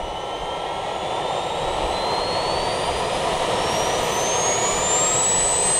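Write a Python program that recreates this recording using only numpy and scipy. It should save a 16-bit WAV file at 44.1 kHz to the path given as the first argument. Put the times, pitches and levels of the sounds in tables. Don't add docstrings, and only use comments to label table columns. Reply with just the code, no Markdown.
import sys
import numpy as np
from scipy import signal
from scipy.fft import rfft, irfft, next_fast_len
from scipy.io import wavfile
from scipy.ndimage import uniform_filter1d

SR = 44100
rng = np.random.default_rng(int(sys.argv[2]) if len(sys.argv) > 2 else 0)


def nominal_scale(level):
    x = np.asarray(level, float) / 20
    return 10 ** x


def dump(signal):
    limited = np.clip(np.atleast_2d(signal).T, -1, 1)
    pcm = np.round(limited * 32767).astype(np.int16)
    wavfile.write(sys.argv[1], SR, pcm)


N = 255339
T = np.arange(N) / SR
SIZE = next_fast_len(N)
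HZ = np.arange(SIZE // 2 + 1) * SR / SIZE
BLADES = 6


def evened(x):
    return x / np.sqrt(np.mean(x ** 2) + 1e-20)


def columns(rows, at):
    key, *rest = np.transpose(rows)
    return [np.interp(at, key, column) for column in rest]


def by_hz(rows):
    log_rows = [(np.log(hz), *rest) for hz, *rest in rows]
    return columns(log_rows, np.log(HZ + 1))


def wander(top_hz, low_hz=3):
    coarse = T[::64]
    waves = 0
    for hz in np.geomspace(low_hz, top_hz, 24):
        waves = waves + np.sin(2 * np.pi * (hz * coarse + rng.random())) / np.sqrt(hz)
    return np.interp(T, coarse, evened(waves))


def tone(hz, db):
    turns = np.cumsum(hz) / SR + rng.random()
    return np.sqrt(2) * nominal_scale(db) * np.sin(2 * np.pi * turns)


# (time [s], speed [Hz])
SHAFT_SPEED = [(0, 488.2), (.5, 525.3), (1.0, 571.5), (1.5, 621.1), (2.0, 675.7), (2.5, 737.7),
               (3.0, 808.5), (3.5, 892.7), (4.0, 988.4), (4.5, 1099.6), (4.75, 1159.7), (4.875, 1194.0),
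               (5.0, 1231.7), (5.12, 1267.9), (5.208, 1297.0), (5.4, 1318.6), (5.6, 1342.8), (5.79, 1363.7)]


def shaft():
    log_speed = [(s, np.log(hz)) for s, hz in SHAFT_SPEED]
    return np.exp(columns(log_speed, T)[0])


def through(peaks, hz, floor_db=-110):
    power = nominal_scale(2 * floor_db)
    for middle, half_width, db in peaks:
        fall_db = np.minimum(6 * ((hz - middle) / half_width) ** 2, 90)
        power = power + nominal_scale(2 * (db - fall_db))
    return 10 * np.log10(power)


# (frequency [Hz], level [dB], share in phase [-1..1], share a quarter turn
PORT_DIFFERENCE = [(60, -22, -0.3, -0.1), (200, -29, -0.2, 0.33), (1050, -32.5, 0.046, -0.22),
                   (2600, -26.5, 0.24, -0.21), (4700, -15, 0.65, -0.069), (6340, -19, 0.14, -0.19),
                   (7300, -9, 0.64, -0.8), (8400, -14, 0.17, -1), (11200, -14, 0.015, -.6),
                   (11600, 4.5, -0.54, -0.4), (13500, 0, -0.62, -.2), (15500, -2, -.8, 0)]


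def two_ports(total, other):
    level_db, in_phase, early = by_hz(PORT_DIFFERENCE)
    tied = in_phase + 1j * early
    tied = tied / np.maximum(abs(tied), 1)
    free = np.sqrt(np.maximum(1 - abs(tied) ** 2, 0))
    differ = nominal_scale(level_db) * (tied * total + free * other)
    return irfft(np.array([total + differ, total - differ]), SIZE)[:, :N]


def noise(colour):
    total, other = rfft(rng.standard_normal((2, SIZE))) * nominal_scale(by_hz(colour)[0])
    pair = two_ports(total, other)
    return pair / np.std(pair.mean(0))


# (frequency [Hz], density [dB per Hz])
RUMBLE_COLOUR = [(41, -20), (70, -5.5), (160, 0), (202, -2), (240, -12), (310, -60), (530, -120)]
ROAR_SLOW_COLOUR = [(140, -51), (240, -20), (280, -17), (324, -9), (475, -4), (513, -1), (691, -4),
                    (741, 0), (961, -3), (1120, -15.5), (1380, -17.5), (1410, -31), (1500, -29),
                    (1950, -47), (3300, -120)]
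ROAR_FAST_COLOUR = [(140, -38), (240, -15), (344, -8), (398, -3), (454, -3), (509, 1.5), (571, -4),
                    (631, -1.5), (747, 0), (812, -7.5), (961, 0), (1100, -11.5), (1270, -9.5), (1370, -15),
                    (1500, -25), (1950, -46), (3300, -120)]
RUSH_SLOW_COLOUR = [(880, -45), (1500, -13.5), (1700, -9), (1850, -3.5), (2250, -5), (2630, -5.5),
                    (3010, 0), (4130, -8), (4520, -19.5), (5400, -22.5), (7020, -64), (11900, -120)]
RUSH_FAST_COLOUR = [(880, -27), (1500, -6), (1880, 5), (2160, -2), (2340, 2), (2620, -0.5), (2950, 4),
                    (3280, 1.5), (3980, -0.5), (4330, -5), (4850, -10), (5400, -29), (7020, -49),
                    (11900, -120)]
HISS_SLOW_COLOUR = [(3180, -14), (5400, -1.5), (6100, -0.5), (7100, -2), (7800, -4), (8600, 0),
                    (9400, -2.5), (10000, -8.5), (11200, -19.5), (12000, -32), (15000, -60), (22000, -120)]
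HISS_FAST_COLOUR = [(3180, -21), (4900, -4), (5700, -8), (6300, -0.5), (7100, 1.5), (7700, -5), (8300, -2),
                    (8900, -5), (9700, -10), (11200, -21), (12000, -28), (15000, -60), (22000, -120)]
AIR_COLOUR = [(6820, -34), (11600, -6), (12500, -8), (14200, -9), (15100, -13), (15700, -14)]
# (middle shaft speed [Hz], spread [Hz])
COLOUR_CHANGE = [
    (677, 104),
    (695, 170),
    (1070, 120),
]
# (time [s], level [dB])
BURN = [(0, -30.5), (.3, -30), (.6, -28.5), (1.0, -27.5), (1.2, -25), (1.55, -26.5), (1.75, -24),
        (2.3, -24), (3.05, -24), (3.7, -22), (4.3, -23), (4.85, -24), (5.3, -26), (5.79, -26.5)]
# (level [dB], share of the burn [0-1], slope [dB per octave of speed], bend [dB per octave squared])
GROWTH = [
    (-37, 0.14, 6, -9),
    (-24, 1, -1, 1.5),
    (-32, 0.4, 5.5, -5.5),
    (-40.5, 0.32, 13, -1),
]
GUST_DEPTH = [1, 0.42, 0.34, 0.34]


def jet():
    speed = shaft()
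    shared_gust = wander(top_hz=41.1)
    pairs = [(ROAR_SLOW_COLOUR, ROAR_FAST_COLOUR),
             (RUSH_SLOW_COLOUR, RUSH_FAST_COLOUR),
             (HISS_SLOW_COLOUR, HISS_FAST_COLOUR)]
    layers = [noise(RUMBLE_COLOUR)]
    for (middle, spread), (slow, quick) in zip(COLOUR_CHANGE, pairs):
        fast = (1 + np.tanh((speed - middle) / spread)) / 2
        layers.append(np.sqrt(1 - fast) * noise(slow) + np.sqrt(fast) * noise(quick))
    layers[3] = layers[3] + nominal_scale(-20.5) * noise(AIR_COLOUR)
    burn_db = columns(BURN, T)[0] + 24
    octaves = np.log2(speed / 800)
    out = 0
    for layer, (db, share, slope, bend), depth_db in zip(layers, GROWTH, GUST_DEPTH):
        level_db = db + share * burn_db + slope * octaves + bend * octaves ** 2
        gust = 0.8 * shared_gust + 0.69 * wander(top_hz=24.6)
        out = out + layer * nominal_scale(level_db + depth_db * gust)
    return out


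# (time [s], level [dB])
HUM_LEVEL = [
    (0, -46),
    (.6, -43.5),
    (1.2, -46),
    (1.9, -44.5),
    (2.4, -49),
    (2.9, -57),
    (3.4, -80),
]


def stand_hum():
    level_db = columns(HUM_LEVEL, T)[0]
    high = tone(1335 + 1.7 * wander(top_hz=13), level_db + 2.0 * wander(top_hz=25))
    low = tone(1070 + 1.4 * wander(top_hz=9.5), level_db - 3 + 2.0 * wander(top_hz=25))
    return high + low


# (time [s], stroke rate [Hz], level [dB])
PUMP_STROKES = [
    (0, 260, -56),
    (.3, 263, -53),
    (.55, 266, -50),
    (.8, 272, -49),
    (1.05, 278, -52),
    (1.4, 287, -62),
]
# (multiple of the stroke rate, level [dB])
PUMP_HARMONICS = [(6, -5), (7, 0), (8, 0), (9, -8)]


def pump():
    rate, level_db = columns(PUMP_STROKES, T)
    rate = rate * (1 + .004 * wander(top_hz=40))
    level_db = level_db + 2.5 * wander(top_hz=14, low_hz=4)
    buzz = 0
    for multiple, db in PUMP_HARMONICS:
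        buzz = buzz + tone(multiple * rate, level_db + db + 1.1 * wander(top_hz=22.8, low_hz=4.95))
    end_s = PUMP_STROKES[-1][0]
    return buzz * np.clip((end_s - T) / .2, 0, 1)


# (frequency [Hz], half width [Hz], level [dB])
BLADE_RESONANCES = [(3120, 180, -40.5), (3650, 250, -40.5), (4074, 60, -35.5), (4215, 150, -34),
                    (4425, 220, -34), (4810, 160, -43), (5040, 110, -50), (5700, 190, -33.5),
                    (6370, 230, -27), (6600, 120, -24.5), (6844, 106, -25.5), (7400, 330, -21.5),
                    (7870, 220, -21), (8194, 154, -20.5)]
OCTAVE_RESONANCES = [(5900, 170, -55), (6190, 140, -55), (6830, 210, -53), (7370, 270, -49),
                     (7720, 170, -49), (8000, 130, -49), (8750, 260, -52), (9350, 390, -43),
                     (10200, 460, -47.5), (11320, 250, -47.5), (12180, 300, -47), (13900, 600, -63),
                     (15200, 450, -54), (15680, 90, -56)]
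# (order, start [s], end [s], level [dB])
SHAFT_ORDERS = [(1, 4.62, 5.27, -36.5), (1.29, 3.2, 3.8, -42), (1.5, 4.8, 5.15, -47), (2, 4.0, 4.35, -50),
                (2, 4.4, 4.85, -39.5), (2, 5.0, 5.25, -46), (2.5, 2.15, 2.7, -51), (3, 1.15, 1.5, -52),
                (3, 1.9, 2.5, -51), (3, 4.0, 4.45, -47), (3, 4.8, 5.9, -41.5), (9, 3.0, 3.95, -59),
                (9, 3.9, 4.35, -50), (9, 4.3, 5.05, -60), (9, 5.45, 5.9, -61), (12.5, -.1, .6, -67),
                (12.5, 3.2, 3.6, -66), (12.5, 4.0, 4.5, -74), (15, 1.25, 2.2, -61), (15, 2.45, 2.75, -70),
                (15, 2.95, 3.25, -73), (18, .8, 1.1, -78), (18, 1.8, 2.25, -68), (18, 2.85, 3.05, -74),
                (18, 3.2, 3.5, -75), (21, 1.4, 2.0, -74), (21, 2.35, 2.7, -78), (27, -.2, 1.1, -75)]


def whine():
    speed = shaft()
    blade_hz = BLADES * speed
    blade_db = through(BLADE_RESONANCES, blade_hz, floor_db=-60)
    octave_db = through(OCTAVE_RESONANCES, 2 * blade_hz, floor_db=-72)
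    flicker_db = np.clip(-.1 * (blade_db + 24), .3, 2.5)
    out = tone(blade_hz, blade_db + flicker_db * wander(top_hz=48.8, low_hz=5))
    out += tone(2 * blade_hz, octave_db - 1 + 1.7 * wander(top_hz=40, low_hz=5))
    for order, start, end, db in SHAFT_ORDERS:
        fade = np.clip(np.minimum(T - start, end - T) / 0.039, 0, 1)
        out += fade * tone(order * speed, db + 1.4 * wander(top_hz=40.4, low_hz=8))
    return out


# (frequency [Hz], half width [Hz], level [dB])
FOLDED_RESONANCES = [(12600, 260, -53), (13350, 250, -72), (13720, 200, -70), (14390, 190, -67),
                     (14950, 220, -73)]


def mirror():
    hz = 24000 - 2 * BLADES * shaft()
    return tone(hz, through(FOLDED_RESONANCES, hz) + 1.5 * wander(top_hz=30, low_hz=5))


# (frequency [Hz], density [dB per Hz])
THUD_COLOUR = [(8.8, -32), (15, 1), (70, -2.5), (91, -21), (150, -120)]
# (time [s], level [dB])
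BREEZE_PUFFS = [(.05, -36), (0.419, -38), (.77, -47), (1.4, -43), (1.68, -32.5), (1.84, -31), (2.23, -41),
                (2.47, -39), (2.6, -35), (2.9, -33), (3.35, -33), (3.15, -42), (3.61, -42), (3.82, -37),
                (4.01, -40), (4.29, -49), (4.74, -38), (5.13, -43), (5.42, -32.5), (5.65, -38)]


def breeze():
    rise, fall = 130, 67
    lumps = [db - np.maximum(rise * (s - T), fall * (T - s)) for s, db in BREEZE_PUFFS]
    calm_db = -51
    return noise(THUD_COLOUR) * nominal_scale(np.maximum(np.max(lumps, axis=0), calm_db))


def scene():
    tones = rfft(whine() + pump() + stand_hum(), SIZE)
    return jet() + breeze() + two_ports(tones, -tones) + mirror()


def low_pass(x):
    return signal.sosfilt(signal.butter(12, 17120, fs=SR, output="sos"), x)


# (frequency [Hz], width [Hz], depth [dB])
PORT_NOTCH = (11500, 200, -7)
# (start [s], end [s], share of bands [0-1])
STEREO_SHARE = [(0, .4, .35), (.88, .93, .6), (1.32, 1.44, .7), (1.76, 1.88, .7), (1.97, 2.2, .75),
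                (2.92, 3.0, .6), (3.23, 3.28, .6), (3.98, 4.05, .9), (4.17, 4.21, .6), (4.31, 4.37, .3),
                (4.42, 4.55, .12), (4.61, 4.9, .35), (4.9, 5.15, .6), (5.15, 5.9, .95)]
# (low [Hz], high [Hz], share kept [0-1])
NARROW_BAND = (420, 1400, .15)
# (frequency [Hz], before the whine is loud [0-1], after [0-1])
EMPTY_BANDS = [(10000, 0, 0), (10400, .06, .1), (10800, 0, .05), (11200, .02, .1), (11350, .35, .5),
               (11650, .35, .5), (11800, 0, .03), (13200, .02, .1), (14000, .03, .45), (15000, .08, .55),
               (15300, .35, .65), (15800, .5, .75)]
WHINE_GROWS = [4.3, 5.2]


def record(dry):
    sum_and_difference = np.array([dry[0] + dry[1], dry[0] - dry[1]]) / 2
    hz, t, z = signal.stft(sum_and_difference, SR, nperseg=1024)
    middle, width, depth_db = PORT_NOTCH
    z *= nominal_scale(depth_db * np.exp(-((hz - middle) / width) ** 2))[:, None]
    band = (55 * np.log(1 + hz / 4000)).astype(int)
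    draws = rng.random((len(t) // 3 + 1, band[-1] + 1, 2))
    chance = np.repeat(draws, 3, axis=0)[:len(t)].T[:, band]
    power = uniform_filter1d(abs(z) ** 2, size=3, axis=1)
    strong = power > 6 * uniform_filter1d(power, size=41, axis=1)
    share = sum(part * (t >= start) * (t < end) for start, end, part in STEREO_SHARE)
    low, high, kept = NARROW_BAND
    narrow = ((hz > low) & (hz < high))[:, None] * (1 - kept) * np.interp(t, WHINE_GROWS, [1, 0])
    strong_late = strong[1] & (t > STEREO_SHARE[-3][0])
    z[1] *= (chance[0] < share * (1 - narrow)) | strong_late | (hz > 11150)[:, None]
    calm, loud = columns(EMPTY_BANDS, hz)
    empty = calm[:, None] + (loud - calm)[:, None] * np.interp(t, WHINE_GROWS, [0, 1])
    z *= ((chance[1] >= empty) | strong.any(0)) & (hz < 15800)[:, None]
    total, differ = signal.istft(z, SR, nperseg=1024)[1][:, :N]
    return low_pass(np.array([total + differ, total - differ]))


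dry = scene()
out = record(dry)
dump(out)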